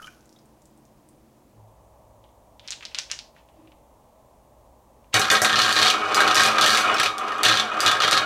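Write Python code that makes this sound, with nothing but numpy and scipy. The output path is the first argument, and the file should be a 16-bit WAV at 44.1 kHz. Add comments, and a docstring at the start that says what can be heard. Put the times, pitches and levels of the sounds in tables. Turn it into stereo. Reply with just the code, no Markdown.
"""The last of some water drips into a glass: trapped bubbles ring, droplets patter, tiny bubbles burst.
Then, in a small quiet room, a low drone dies away and a handful of plastic balls click and rub in a palm.
Last, the balls drop into the funnel of a toy marble run, clatter down a chute and roll round a thin tray.
Each blow is a short burst that sets off the plastic's resonances; rolling is a stream of tiny blows.
"""
import sys
import numpy as np
from scipy import signal
from scipy.fft import rfft, irfft
from scipy.io import wavfile
from scipy.ndimage import uniform_filter1d, minimum_filter1d

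SR = 44100
rng = np.random.default_rng(int(sys.argv[2]) if len(sys.argv) > 2 else 0)


def transcribe(signal):
    """Save signal, clipped to [-1, 1], as a 16-bit WAV file at the path in sys.argv[1]."""
    frames = np.atleast_2d(signal).T
    limited = np.clip(frames, -1, 1)
    pcm = np.round(limited * 32767).astype(np.int16)
    wavfile.write(sys.argv[1], SR, pcm)


N = 363825
TAPS = 16384  # length of the filters and single sounds (samples)
TIME, AGE = np.arange(N) / SR, np.arange(TAPS) / SR  # s
HZ = np.fft.rfftfreq(TAPS, 1 / SR)
RING_T60, ROOM_T60 = 0.086, 0.29  # time for plastic and room to fall by 60 dB (s)
LAG_S = .0007  # listed blows, clicks and pops sound this long after their times (s)


def amp(db):
    """Decibels to gain."""
    return 10 ** (np.asarray(db) / 20)


def evened(x):
    """Scales to an rms of one."""
    return x / np.sqrt(np.mean(x ** 2) + 1e-20)


def read(points, hz=HZ):
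    """Reads a spectrum between its points, on a log-frequency axis."""
    f, value = np.transpose(points)
    return np.interp(np.log(hz + 1), np.log(f + 1), value)


def add(mix, s, sound):
    """Mixes a sound in at time s."""
    part = mix[max(round(s * SR), 0):][:len(sound)]
    part += sound[:len(part)]


def colour(x, db):
    """Filters with the given gain at each of HZ, never ahead of time, so its peaks ring on after a blow."""
    both_halves_db = np.concatenate([db, db[-2:0:-1]])
    log_gain = np.log(amp(both_halves_db))
    # the Hilbert transform finds the phase that packs the energy as early as possible
    response = np.fft.ifft(np.exp(np.conj(signal.hilbert(log_gain)))).real
    return signal.fftconvolve(x, response[:TAPS // 2])[:len(x)]


def peak(hz, width):
    """Power response of one resonance."""
    return 1 / (1 + (2 * (HZ - hz) / width) ** 2)


def dying(t60):
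    """Countless modes or echoes dying together, with unit energy."""
    tail = rng.standard_normal(TAPS) * amp(-60 * AGE / t60)
    return tail / np.linalg.norm(tail)


def room(wet_db, echo=0.38):
    """Direct sound, two echoes from table and wall, and the blurred tail of the room."""
    response = amp(wet_db) * dying(ROOM_T60) + amp(wet_db - 15.0) * dying(0.15)
    response[0] += 1
    response[rng.integers(90, 150)] += echo
    response[rng.integers(200, 300)] += echo
    return response


def blow(crack=0.74, snap=0., wet_db=-4):
    """One contact: a crack, a snap, the short ring of the plastic at that spot, and the room."""
    response = dying(RING_T60) + snap * dying(0.013) + amp(wet_db) * dying(ROOM_T60)
    response[0] += crack
    return response


def bumps(per_s, spread_db, count=6):
    """A stream of small contacts of uneven size at several spots."""
    size = amp(spread_db * np.minimum(rng.exponential(1, (count, N)), 3))
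    hit = rng.random((count, N)) < per_s / count / SR
    return sum(signal.oaconvolve(train, blow())[:N] for train in size * hit)


def clicks(rows, spectrum, width_hz, level_db, wet_db, steepness, narrowing=0.17):
    """Contacts only a few cycles long, each followed by the room; gentle ones are narrower in tone."""
    out = np.zeros(N)
    loudest = max(row[1] for row in rows)
    for s, db, hz in rows:
        width = width_hz * amp(narrowing * (db - loudest))
        tone_db = read(spectrum) + steepness * np.log10(peak(hz, width))
        click = colour(room(wet_db), tone_db)
        add(out, s + LAG_S, amp(db + level_db) * click / abs(click).max())
    return out


# colour of the still air round the glass and round the run: f/Hz, relative level/dB
GLASS_AIR = [(20, -16), (60, 1), (95, -11), (125, 2), (175, -8.5), (220, 2), (265, -7.5), (315, 2.5),
             (400, -9), (600, -6.5), (1000, -11.5), (1400, -23), (4000, -29.5), (6500, -28.5), (16000, -32)]
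TOY_AIR = [(20, -11), (62, 9.5), (85, -6), (115, 1), (160, -5.5), (230, -3), (430, -6.5), (620, 2),
           (720, -4), (850, -1.5), (1050, -5.5), (1450, -22), (4800, -29), (6500, -26), (16000, -30)]


def air(glass_db=-56.5, toy_db=-55.5):
    """Steady noise of the still air, a little different in the two places."""
    moved = np.clip((TIME - 1.56) / 0.033, 0, 1)
    by_glass = amp(glass_db) * evened(colour(rng.standard_normal(N), read(GLASS_AIR)))
    by_toy = amp(toy_db) * evened(colour(rng.standard_normal(N), read(TOY_AIR)))
    return np.sqrt(1 - moved) * by_glass + np.sqrt(moved) * by_toy


# air bubbles trapped by the last drips: t/s, starting f/Hz, peak level/dB, time to fall by 60 dB/s
BUBBLES = [(0.0, 1410, -35.5, 0.02), (0.016, 1234, -41, 0.14), (.028, 2970, -41, .05),
           (.044, 3100, -36, 0.024), (0.045, 1216, -43, 0.11), (0.07, 1440, -40, 0.058),
           (.071, 2880, -42, .025), (.072, 2310, -45.5, .09), (0.079, 1510, -35, 0.018),
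           (.362, 3700, -58, 0.063), (0.363, 3330, -55, 0.022), (.388, 4900, -57, .02)]


def drips(rise=1.35, wet_db=-7):
    """Each trapped bubble rings and rises in pitch as it nears the surface."""
    out = np.zeros(N)
    for s, hz, db, t60 in BUBBLES:
        tone = np.sin(2 * np.pi * hz * AGE * (1 + rise * AGE))
        ring = tone * amp(-60 * AGE / t60) * (1 - np.exp(-AGE / 0.00024))  # quick, soft start
        heard = signal.fftconvolve(ring, room(wet_db, echo=0.13))[:TAPS]
        add(out, s, amp(db) * heard / abs(heard).max())
    return out


# colour of the droplets and spray: f/Hz, relative level/dB
SPLASH = [(200, -5), (900, -12), (1400, 0), (2000, -12), (3000, -13), (3900, -16), (6000, -10), (8000, -20),
          (11000, -16), (16000, -29)]


def trickle(stream_db=-48, stream_fade_db_per_s=105, spray_db=-66, spray_fade_db_per_s=24):
    """The thin stream breaks into droplets and fades fast; a fine spray lingers on the water."""
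    stream = amp(stream_db - stream_fade_db_per_s * TIME)
    spray = amp(spray_db - spray_fade_db_per_s * TIME)
    return evened(colour(bumps(400, 5.6), read(SPLASH))) * (stream + spray)


# the clearest tiny bubbles bursting: t/s, level/dB (before level_db), f/Hz
POPS = [(0.0613, -36, 5740), (0.0707, -34.5, 5770), (0.2074, -44, 5800), (0.2568, -42, 7350),
        (0.2923, -41, 5500), (0.3267, -41, 5450), (0.3885, -43, 4780), (0.4564, -47, 8300),
        (0.619, -42, 7040), (0.655, -38, 7600), (0.7756, -46, 8720), (0.8525, -43, 6620),
        (1.0883, -38.5, 9000)]
# colour of the bursts: f/Hz, relative level/dB
POP_COLOUR = [(500, -30), (2500, -3), (5500, 4), (11000, 2), (16000, -2)]


def pops():
    """Tiny bubbles burst, each a click only a few cycles long."""
    return clicks(POPS, POP_COLOUR, width_hz=1600, level_db=-1.5, wet_db=-3, steepness=8.1)


def hum(hz, width_hz):
    """A low, narrow, wavering tone, made from filtered noise."""
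    return evened(colour(rng.standard_normal(N), 20 * np.log10(peak(hz, width_hz))))


def low_sounds(drone_db=-57, drone_start_s=1.51, drone_rise_s=.04, drone_fade_db_per_s=11, nudge_db=-56):
    """A low drone that dies away, and a soft nudge of the hand on the funnel."""
    age = np.maximum(TIME - drone_start_s, 0)
    drone = hum(108, 7) * np.minimum(age / drone_rise_s, 1) * amp(drone_db - drone_fade_db_per_s * age)
    nudge = hum(317, 50) * amp(nudge_db) * np.exp(-((TIME - 3.65) / 0.081) ** 2)
    return drone + nudge


# balls clicking together in the hand: t/s, peak level/dB, f/Hz
HAND_CLICKS = [(2.2402, -46, 3220), (2.289, -55, 3330), (2.5952, -31, 3500), (2.6762, -21, 5130),
               (2.6837, -19.5, 3680), (2.7058, -12, 6800), (2.7212, -14.5, 4200), (2.7314, -20.5, 3600),
               (2.808, -31, 2530), (2.8254, -29, 2200), (2.852, -16, 4570), (2.9464, -11.5, 3900),
               (2.9864, -6, 5400), (3.1001, -25, 2640), (3.1141, -7, 6000), (3.1895, -17, 4600),
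               (3.3642, -42, 1550), (3.4875, -47, 2880), (3.674, -44.5, 2650), (3.7189, -43, 2780),
               (5.0436, -51, 2600)]
# colour of ball against ball: f/Hz, relative level/dB
BALL_COLOUR = [(200, -38), (800, -9.5), (1400, -2.5), (3000, -0.5), (6200, -2), (9000, -8), (12000, -18),
               (16000, -25)]
REBOUND_S, REBOUND_DB, REBOUND_PITCH = 0.0084, -13, 0.67  # typical delay (s), level (dB), share of pitch


def handful():
    """Balls click and rub in the hand; each click has a softer, duller rebound."""
    delays = REBOUND_S * rng.uniform(.5, 1.4, len(HAND_CLICKS))
    rebounds = [(s + delay, db + REBOUND_DB, hz * REBOUND_PITCH)
                for (s, db, hz), delay in zip(HAND_CLICKS, delays)]
    clicking = clicks(HAND_CLICKS + rebounds, BALL_COLOUR, width_hz=2040, level_db=0.0, wet_db=-4.5,
                      steepness=10.2, narrowing=0.23)
    return clicking + rubs()


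# balls rubbing in the palm, and in the last row as they leave the hand:
# middle t/s, spread of the swell/s, level/dB (before the room)
RUBS = [(2.657, 0.016, -56), (2.832, 0.0046, -43), (2.915, 0.0076, -54), (2.961, .008, -46),
        (2.985, 0.0041, -37), (3.118, 0.012, -40.5), (3.378, 0.019, -63), (3.6, 0.1, -76.5),
        (5.141, 0.006, -28.5)]


def rubs(hz=2600, width_hz=1500):
    """Dense tiny slips as balls rub in the palm, and once as they leave the hand: noise in short swells."""
    level = sum(amp(db) * np.exp(-((TIME - s) / length) ** 2 / 2) for s, length, db in RUBS)
    tone_db = read(BALL_COLOUR) + 10 * np.log10(peak(hz, width_hz))
    slips = level * evened(colour(rng.standard_normal(N), tone_db))
    return signal.oaconvolve(slips, room(-1))[:N]


# resonances of the plastic run, and two dips (negative height): f/Hz, width/Hz, height/dB
TRAY_PEAKS_AND_DIPS = [(111.4, 13, 15), (151, 6.9, 12), (217.8, 5, 16.5), (317.3, 7, 14), (421, 37, 8.5),
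                       (537.2, 9.2, 13.5), (618, 30, 12.5), (740.3, 7.3, 18.5), (776, 6.7, 16.5),
                       (1024, 26, 5), (1099, 12, 14), (1234, 44, 9), (1272, 28, 13.5), (1337, 66, 7),
                       (1592, 4.7, 12), (1602, 9.9, 16.5), (1660, 10.4, 14), (1818, 34, 8), (1850, 18, 8),
                       (2252, 7.4, 12.5), (2475, 49, 9), (2898, 64, 7), (3212, 19, 10.5), (3495, 33, 7.5),
                       (3770, 7, 10.5), (3630, 23, -18), (4200, 48, -9), (5960, 410, 5.5), (7190, 410, 2.5)]


def tray_resonance(ripple_db=1.0):
    """The resonances of the run, two dips, and a ripple of crowded weak modes in the treble, in dB."""
    shape = sum((amp(db) ** 2 - 1) * peak(hz, width) for hz, width, db in TRAY_PEAKS_AND_DIPS)
    weak = evened(signal.fftconvolve(rng.standard_normal(len(HZ)), np.hanning(45), "same"))
    return 10 * np.log10(np.maximum(1 + shape, .1)) + ripple_db * weak * np.clip(HZ / 4000, 0, 1)


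def resonate(x, hz, width):
    """A resonance that follows the curve hz: shift that note to 0 Hz, smooth, and shift back."""
    turn, r = np.exp(2j * np.pi * np.cumsum(hz) / SR), np.exp(-np.pi * width / SR)
    return 2 * (turn * signal.lfilter([1 - r], [1, -r], x / turn + 1e-18)).real


def wandering(hz, swing_hz, per_s):
    """A note that drifts as the balls move to new places on the tray."""
    places = 2 * rng.random(size=256) - 1
    return hz + swing_hz * np.interp(TIME * per_s, np.arange(len(places)), places)


def circling(x, delay_s=0.00337, swing=0.338, turns_per_s=1.05, echo=0.16):
    """The path of the echo from the table lengthens and shortens as the balls go round."""
    delay = delay_s * (1 - swing * np.cos(2 * np.pi * turns_per_s * (TIME - 7.1)))
    return evened(x + echo * np.interp(TIME - delay, TIME, x))


def dulled(x, share, corner_hz=1750):
    """Takes away a share of the treble, as a slow ball does."""
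    hz = np.fft.rfftfreq(N, 1 / SR)
    treble = irfft(rfft(x) * hz ** 8 / (hz ** 8 + corner_hz ** 8), N)
    return x - share * treble


def dips(dip_s=0.0044, depth=0.64):
    """The rolling dips for some ms just before each drop or ball-on-ball hit, as under a look-ahead limiter."""
    level = np.ones(N)
    for s, *_ in DROPS + COLLISIONS:
        add(level, s - 0.81 * dip_s, -depth * np.hanning(round(2.1 * dip_s * SR)))
    return np.clip(level, 0, 1)


# balls rolling round the tray: t/s, level/dB (shared by the layers), note of the tray under them f/Hz
ROLLING = [(5.14, -17.5, 1490), (5.19, -28.5, 1410), (5.7, -28.5, 1284), (5.91, -25, 1326),
           (6.06, -23, 1303), (6.2, -20.5, 1277), (6.4, -23, 1306), (6.59, -21.5, 1280),
           (6.78, -22.5, 1310), (6.95, -19.5, 1330), (7.14, -34.5, 1190), (7.21, -26.5, 1290),
           (7.38, -27, 1250), (7.68, -27, 1355), (7.84, -21.5, 1306), (8.0, -28.5, 1280),
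           (8.14, -26.5, 1240), (8.25, -24.5, 1350)]
# colour under the resonances for soft rolling contact, and for a hard blow: f/Hz, relative level/dB
SOFT = [(30, -48), (100, -38.5), (250, -14), (400, -6), (650, -10.5), (900, -3), (1250, -4), (1500, -13),
        (2100, -4.5), (3000, -6), (5000, -25.5), (9000, -30), (16000, -102)]
HARD = [(30, -22), (70, -13.5), (250, -9.5), (450, -5), (880, -7), (1250, -7), (2050, -6.5), (3000, -7),
        (4300, -2.5), (5400, -10.5), (9300, -22), (11000, -28), (12600, -27.5), (16000, -46.5)]
HOLLOW_HZ = 728  # middle of a lower, hollow note of the tray


def rolling(tray_db, roll_db=-2.5, sing_db=-3, hollow_db=-14.5, chatter_db=-11.0, chatter_growth=1.63,
            dulling=0.51):
    """Balls rumble on the tray, which sings under them; fast ones are brighter and chatter on its rim."""
    s, *controls = np.transpose(ROLLING)
    level_db, sing_hz = (np.interp(TIME, s, control) for control in controls)
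    slowed_db = level_db - level_db.max()  # 0 at the loudest, falling as the balls slow
    released = np.clip((TIME - 5.138) / .006, 0, 1)

    rumble = circling(colour(bumps(450, 3.0), read(SOFT) + tray_db))
    rumble = dulled(rumble, 1 - amp(dulling * slowed_db))
    # each note passes its resonance twice, which makes it purer
    sing_hz = wandering(sing_hz, swing_hz=55, per_s=24)
    sing = evened(resonate(resonate(bumps(500, 2.4), sing_hz, 200), sing_hz, 200))
    hollow_hz = wandering(HOLLOW_HZ, swing_hz=62.6, per_s=11)
    hollow = evened(resonate(resonate(bumps(350, 1.53), hollow_hz, 82), hollow_hz, 82))
    soft = (amp(roll_db) * rumble + amp(sing_db) * sing + amp(hollow_db) * hollow) * amp(level_db)

    rim_db = chatter_db + level_db.max() + chatter_growth * slowed_db
    chatter = evened(colour(bumps(160, 0.7), read(HARD) + tray_db)) * amp(rim_db)
    return released * dips() * (soft + chatter)


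def strike(tray_db, levels_db, note_hz, note_db, note_width_hz, snap, crack_db, body_hz=1230,
           body_spread=0.54, body_ring_db=6.5):
    """One blow rings the run, at given levels of thud, body, clack and tick; every spot has its own notes."""
    # four bands from low to high: thud, body, clack, tick
    below = [1 / (1 + (HZ / hz) ** 8) for hz in (950, 2050, 6500)]
    zones = np.diff([0 * HZ, *below, 0 * HZ + 1], axis=0)
    spot_body_hz = body_hz * (1 + body_spread * rng.random() ** 2)
    notes_db = body_ring_db * peak(spot_body_hz, 310) + note_db * peak(note_hz, note_width_hz)
    # modes with a node (a point at rest) at the spot stay quiet
    nodes_db = 1.56 * np.cos(2 * np.pi * (np.sqrt(HZ) / rng.uniform(3.3, 6.82) + rng.random()))
    shell_db = read(HARD) + tray_db + notes_db + nodes_db
    contact = blow(crack=0.32, snap=snap)
    # what each band holds in its first 20 ms sets the gain it needs
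    held = irfft(rfft(colour(contact, shell_db)) * zones)[:, :SR // 50].std(axis=1)
    tone_db = shell_db + 20 * np.log10((amp(levels_db) / held) @ zones)
    sound = colour(contact, tone_db)
    # the first crack comes straight from the point of contact
    crack = colour(signal.unit_impulse(1024), tone_db - 14 * below[1])
    add(sound, 0, amp(crack_db) * crack / abs(crack).max())
    return sound


# balls dropped into the funnel, which then swirl over its ribs:
# t/s, level/dB, clack relative level/dB, clack f/Hz, swirl level/dB
DROPS = [(5.141, -18.5, 5.5, 2900, -18.5), (5.1943, -26.5, -16, 6400, -43), (5.3005, -26, 12.5, 3250, -12),
         (5.3134, -17.5, -1, 4470, -26), (5.4176, -18, -9.5, 5400, -46)]


def drops(tray_db, thud_db=-2.5, body_db=0.0, tick_db=-1, crack_db=-1):
    """A falling ball shakes the whole tower: a deep thud under a hard tick."""
    out = np.zeros(N)
    for s, db, clack, hz, _ in DROPS:
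        levels_db = db + np.array([thud_db, body_db, clack, tick_db])
        hit = strike(tray_db, levels_db, hz, note_db=4.5, note_width_hz=380, snap=0.67,
                     crack_db=db + crack_db, body_hz=1530)
        add(out, s + LAG_S, hit)
    return out


# notes of the funnel's ribs: f/Hz, width/Hz (before the squaring below), level/dB (before summing)
FUNNEL_MODES = [(1586, 94, -2), (1690, 52, -9), (1867, 130, -3)]
SWIRL_RISE_S, SWIRL_FADE_DB_PER_S = 0.0038, 224


def funnel():
    """The ribs of the funnel ring as each dropped ball swirls over them and sinks."""
    ribs = sum(amp(db) * peak(hz, width) for hz, width, db in FUNNEL_MODES)
    swirl = np.zeros(N)
    for s, *_, db in DROPS:
        add(swirl, s, np.minimum(AGE / SWIRL_RISE_S, 1) * amp(db - SWIRL_FADE_DB_PER_S * AGE))
    # 20 log10 of a power response squares it, so the notes get narrower
    return evened(colour(bumps(400, 2.2), 20 * np.log10(ribs))) * swirl


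# spells of lighter bounces as balls rattle down the chute:
# start t/s, length/s, middle level/dB, body relative level/dB (before body_db), middle clack f/Hz
RATTLES = [(5.21, .09, -31.5, 0, 3830), (5.321, 0.059, -23.5, -4.5, 3250), (5.447, .1, -27, -3, 3540),
           (5.562, .17, -22, -5, 3900), (5.745, 0.14, -16.5, -10, 3850), (6.161, 0.17, -27, 0, 3470),
           (6.355, .07, -15.5, -3.5, 4800), (6.432, .06, -22, -5.5, 4030), (6.491, 0.13, -28.5, -4, 3180),
           (6.619, 0.16, -16, -6.5, 4370), (6.964, .1, -25, -13, 2700), (7.437, 0.061, -14.5, -7, 3250),
           (7.499, 0.069, -22.5, -10, 3300), (7.845, .13, -28, 1.5, 3100), (8.023, .06, -22, -2, 3330),
           (8.113, .06, -19.5, -5, 3620)]
BOUNCE_S, BOUNCE_SPREAD_DB = .012, 2.2  # mean time between bounces (s), spread of their strength (dB)
NOTE_SPREAD = .25  # how far the clack note differs from spot to spot (share)


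def rattles(tray_db, thud_db=-15, thud_follows=0.47, body_db=-2.0, clack_db=-7, tick_db=-21,
            tick_db_per_octave=10, crack_db=-2, count=3):
    """A ball bounces unevenly between a few spots; spells with a higher clack have a harder tick."""
    out = np.zeros(N)
    for start, length, db, body, note_hz in RATTLES:
        tick = tick_db + tick_db_per_octave * np.log2(note_hz / 3700)
        levels_db = np.array([thud_db + thud_follows * body, body + body_db, clack_db, tick])
        spot_notes_hz = note_hz * (1 + NOTE_SPREAD * (2 * rng.random(count) - 1))
        spots = [strike(tray_db, levels_db, hz, note_db=6.5, note_width_hz=290, snap=0.71,
                        crack_db=crack_db) for hz in spot_notes_hz]
        delays = BOUNCE_S * (np.arange(32) + rng.random(size=32))
        sizes = amp(db + BOUNCE_SPREAD_DB * rng.standard_normal(len(delays)))
        for k, delay in enumerate(delays[delays < length]):
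            add(out, start + delay, sizes[k] * spots[k % count])
    return out


# single knocks against the walls of chute and tray, from loud clacks to faint lone taps:
# t/s, level/dB, body relative level/dB, tick relative level/dB (before tick_db), clack f/Hz
KNOCKS = [(5.2153, -19.5, -11, -14, 3970), (5.243, -25.5, -4, -26, 3840), (5.352, -18, -9.5, -23, 3550),
          (5.4465, -15, -3, -11.5, 4130), (5.496, -21, -5, -24, 3450), (5.5287, -16.5, -3.5, -20, 3470),
          (5.5571, -11.5, -8, -20, 4350), (5.5897, -18.5, -4.5, -16, 4300), (5.6165, -7, -13, -16.5, 4130),
          (5.726, -7, -9, -11.5, 4500), (5.7645, -10.5, -9, -21, 3900), (5.8229, -14.5, -10, -17, 3750),
          (5.8729, -14, -21, -26, 4670), (5.9, -13.5, -29, -16.5, 2440), (5.9391, -26, -5, -22, 2220),
          (6.2043, -19.5, 2.5, -10.5, 3800), (6.2767, -18, -7, -18, 3400), (6.3111, -20, -6, -19, 2890),
          (6.3758, -13.5, -19, -22, 4870), (6.3985, -19, -1.5, -14, 3440), (6.4167, -16.5, -7, -19, 4640),
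          (6.4338, -13.5, -18, -9.5, 2240), (6.462, -19.5, -6.5, -10, 2260), (6.5829, -19, -3, -20, 3440),
          (6.611, -14, -9, -12, 4020), (6.6258, -18, -5.5, -24, 3150), (6.6607, -8.5, -7, -9, 3350),
          (6.7033, -9.5, -7.5, -11.5, 4480), (6.7715, -10, -8.5, -11.5, 2330),
          (6.998, -18.5, -5.5, -12, 3020), (7.032, -19, -9, -12.5, 2410), (7.0592, -17.5, -9, -22, 2400),
          (7.2813, -34.5, -9, -17, 2800), (7.32, -35, 1.5, -19, 2600), (7.382, -40, -6, -11, 2310),
          (7.45, -11, -14, -15.5, 3200), (7.4839, -9, -13, -17.5, 3540), (7.5243, -19.5, -7.5, -28, 4170),
          (7.5715, -11, -15, -19, 3320), (7.5971, -17.5, -15, -20, 3240), (7.8613, -12.5, -14, -16, 3580),
          (7.878, -15.5, -20, -17, 3160), (7.9138, -20, -5, -13, 3470), (8.0023, -20, -2.5, -20, 3200),
          (8.02, -13, -7, -20, 3340), (8.078, -18, -7, -19, 3360), (8.1282, -16.5, -16, -18, 4060),
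          (8.175, -17, -12, -18, 4270)]


def knocks(tray_db, thud_db=-15, thud_follows=.45, clack_db=-5, tick_db=-1.5, crack_db=0, hard_db=-8,
           soft_db=-24):
    """Ball on wall: a clack, with more body and thud where the plastic gives, more snap where it is stiff."""
    out = np.zeros(N)
    for s, db, body, tick, hz in KNOCKS:
        hardness = np.interp(tick, [soft_db, hard_db], [0, 1])
        levels_db = db + np.array([thud_db + thud_follows * body, body, clack_db, tick + tick_db])
        hit = strike(tray_db, levels_db, hz, note_db=5.5 + 3.6 * hardness, note_width_hz=840,
                     snap=.35 + .5 * hardness, crack_db=db + crack_db)
        add(out, s + LAG_S, hit)
    return out


# balls running into each other on the run, with a bright ring: t/s, level/dB, f/Hz
COLLISIONS = [(6.1449, -14, 4880), (6.345, -24, 5060), (6.354, -18, 5600), (6.942, -30.5, 5370),
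              (7.181, -33.5, 3350), (7.4322, -18.5, 4540), (7.804, -14, 4800), (8.111, -20.5, 5000)]


def collisions(tray_db, thud_db=-19, body_db=-7, clack_db=-5.5, tick_db=-8.0, crack_db=3):
    """Ball on ball: a hard tick and a narrow, bright ring, with little weight."""
    out = np.zeros(N)
    for s, db, hz in COLLISIONS:
        levels_db = db + np.array([thud_db, body_db, clack_db, tick_db])
        hit = strike(tray_db, levels_db, hz, note_db=12.5, note_width_hz=240, snap=0.99,
                     crack_db=db + crack_db)
        add(out, s + LAG_S, hit)
    return out


# stereo width of the sources: f/Hz, side against middle level/dB (before side_db)
WIDTH = [(60, -13), (125, -25), (250, -24.5), (500, -19), (1000, -15), (2300, -35), (4200, -32.5),
         (8000, -15), (15000, -15)]
# stereo width of the air: f/Hz, side against middle level/dB
AIR_WIDTH = [(60, -21.5), (110, -14), (200, -14), (380, -8), (700, -12), (1290, -7), (2380, -9), (4400, -8),
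             (8120, 2), (15000, -9)]
# lean to one side: f/Hz, left against right level/dB
LEAN = [(60, 0), (110, 4), (200, 0.5), (380, -0.5), (700, -2), (1290, -1), (2380, 0.5), (4400, -1),
        (8120, -0.5), (15000, -0.5)]


def scene(side_db=-1.5):
    """All sources reach two closely spaced microphones almost alike."""
    tray_db = tray_resonance()
    water = drips() + trickle() + pops()
    hits = drops(tray_db) + rattles(tray_db) + knocks(tray_db) + collisions(tray_db)
    near = water + low_sounds() + handful() + rolling(tray_db) + funnel() + hits
    # reflections arrive from the sides with scattered phase
    scatter = dying(0.017)
    scatter = colour(scatter, -20 * np.log10(abs(rfft(scatter)) + 0.08))  # evened out in colour
    sideways = signal.oaconvolve(near, scatter)[:N]
    side = colour(sideways, read(WIDTH) + side_db) + colour(air(), read(AIR_WIDTH))
    mid = near + air()
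    return np.array([colour(mid + side, read(LEAN) / 2), colour(mid - side, -read(LEAN) / 2)])


EDGE_HZ = 16100  # top of the band


def record(dry, ceiling_db=-4, recovery_db_per_s=300):
    """A look-ahead limiter ducks just before each hard hit and soon recovers; then the band limit."""
    over_db = np.maximum(20 * np.log10(abs(dry).max(axis=0) + 1e-9) - ceiling_db, 0)
    fall = TIME * recovery_db_per_s
    gain = amp(fall - np.maximum.accumulate(over_db + fall))
    gain = uniform_filter1d(minimum_filter1d(gain, size=240), size=120)  # early and smooth
    low_pass = signal.firwin(401, EDGE_HZ, window=("kaiser", 9), fs=SR)
    return signal.oaconvolve(dry * gain, low_pass[None], "same")


dry = scene()
out = record(dry)
transcribe(out)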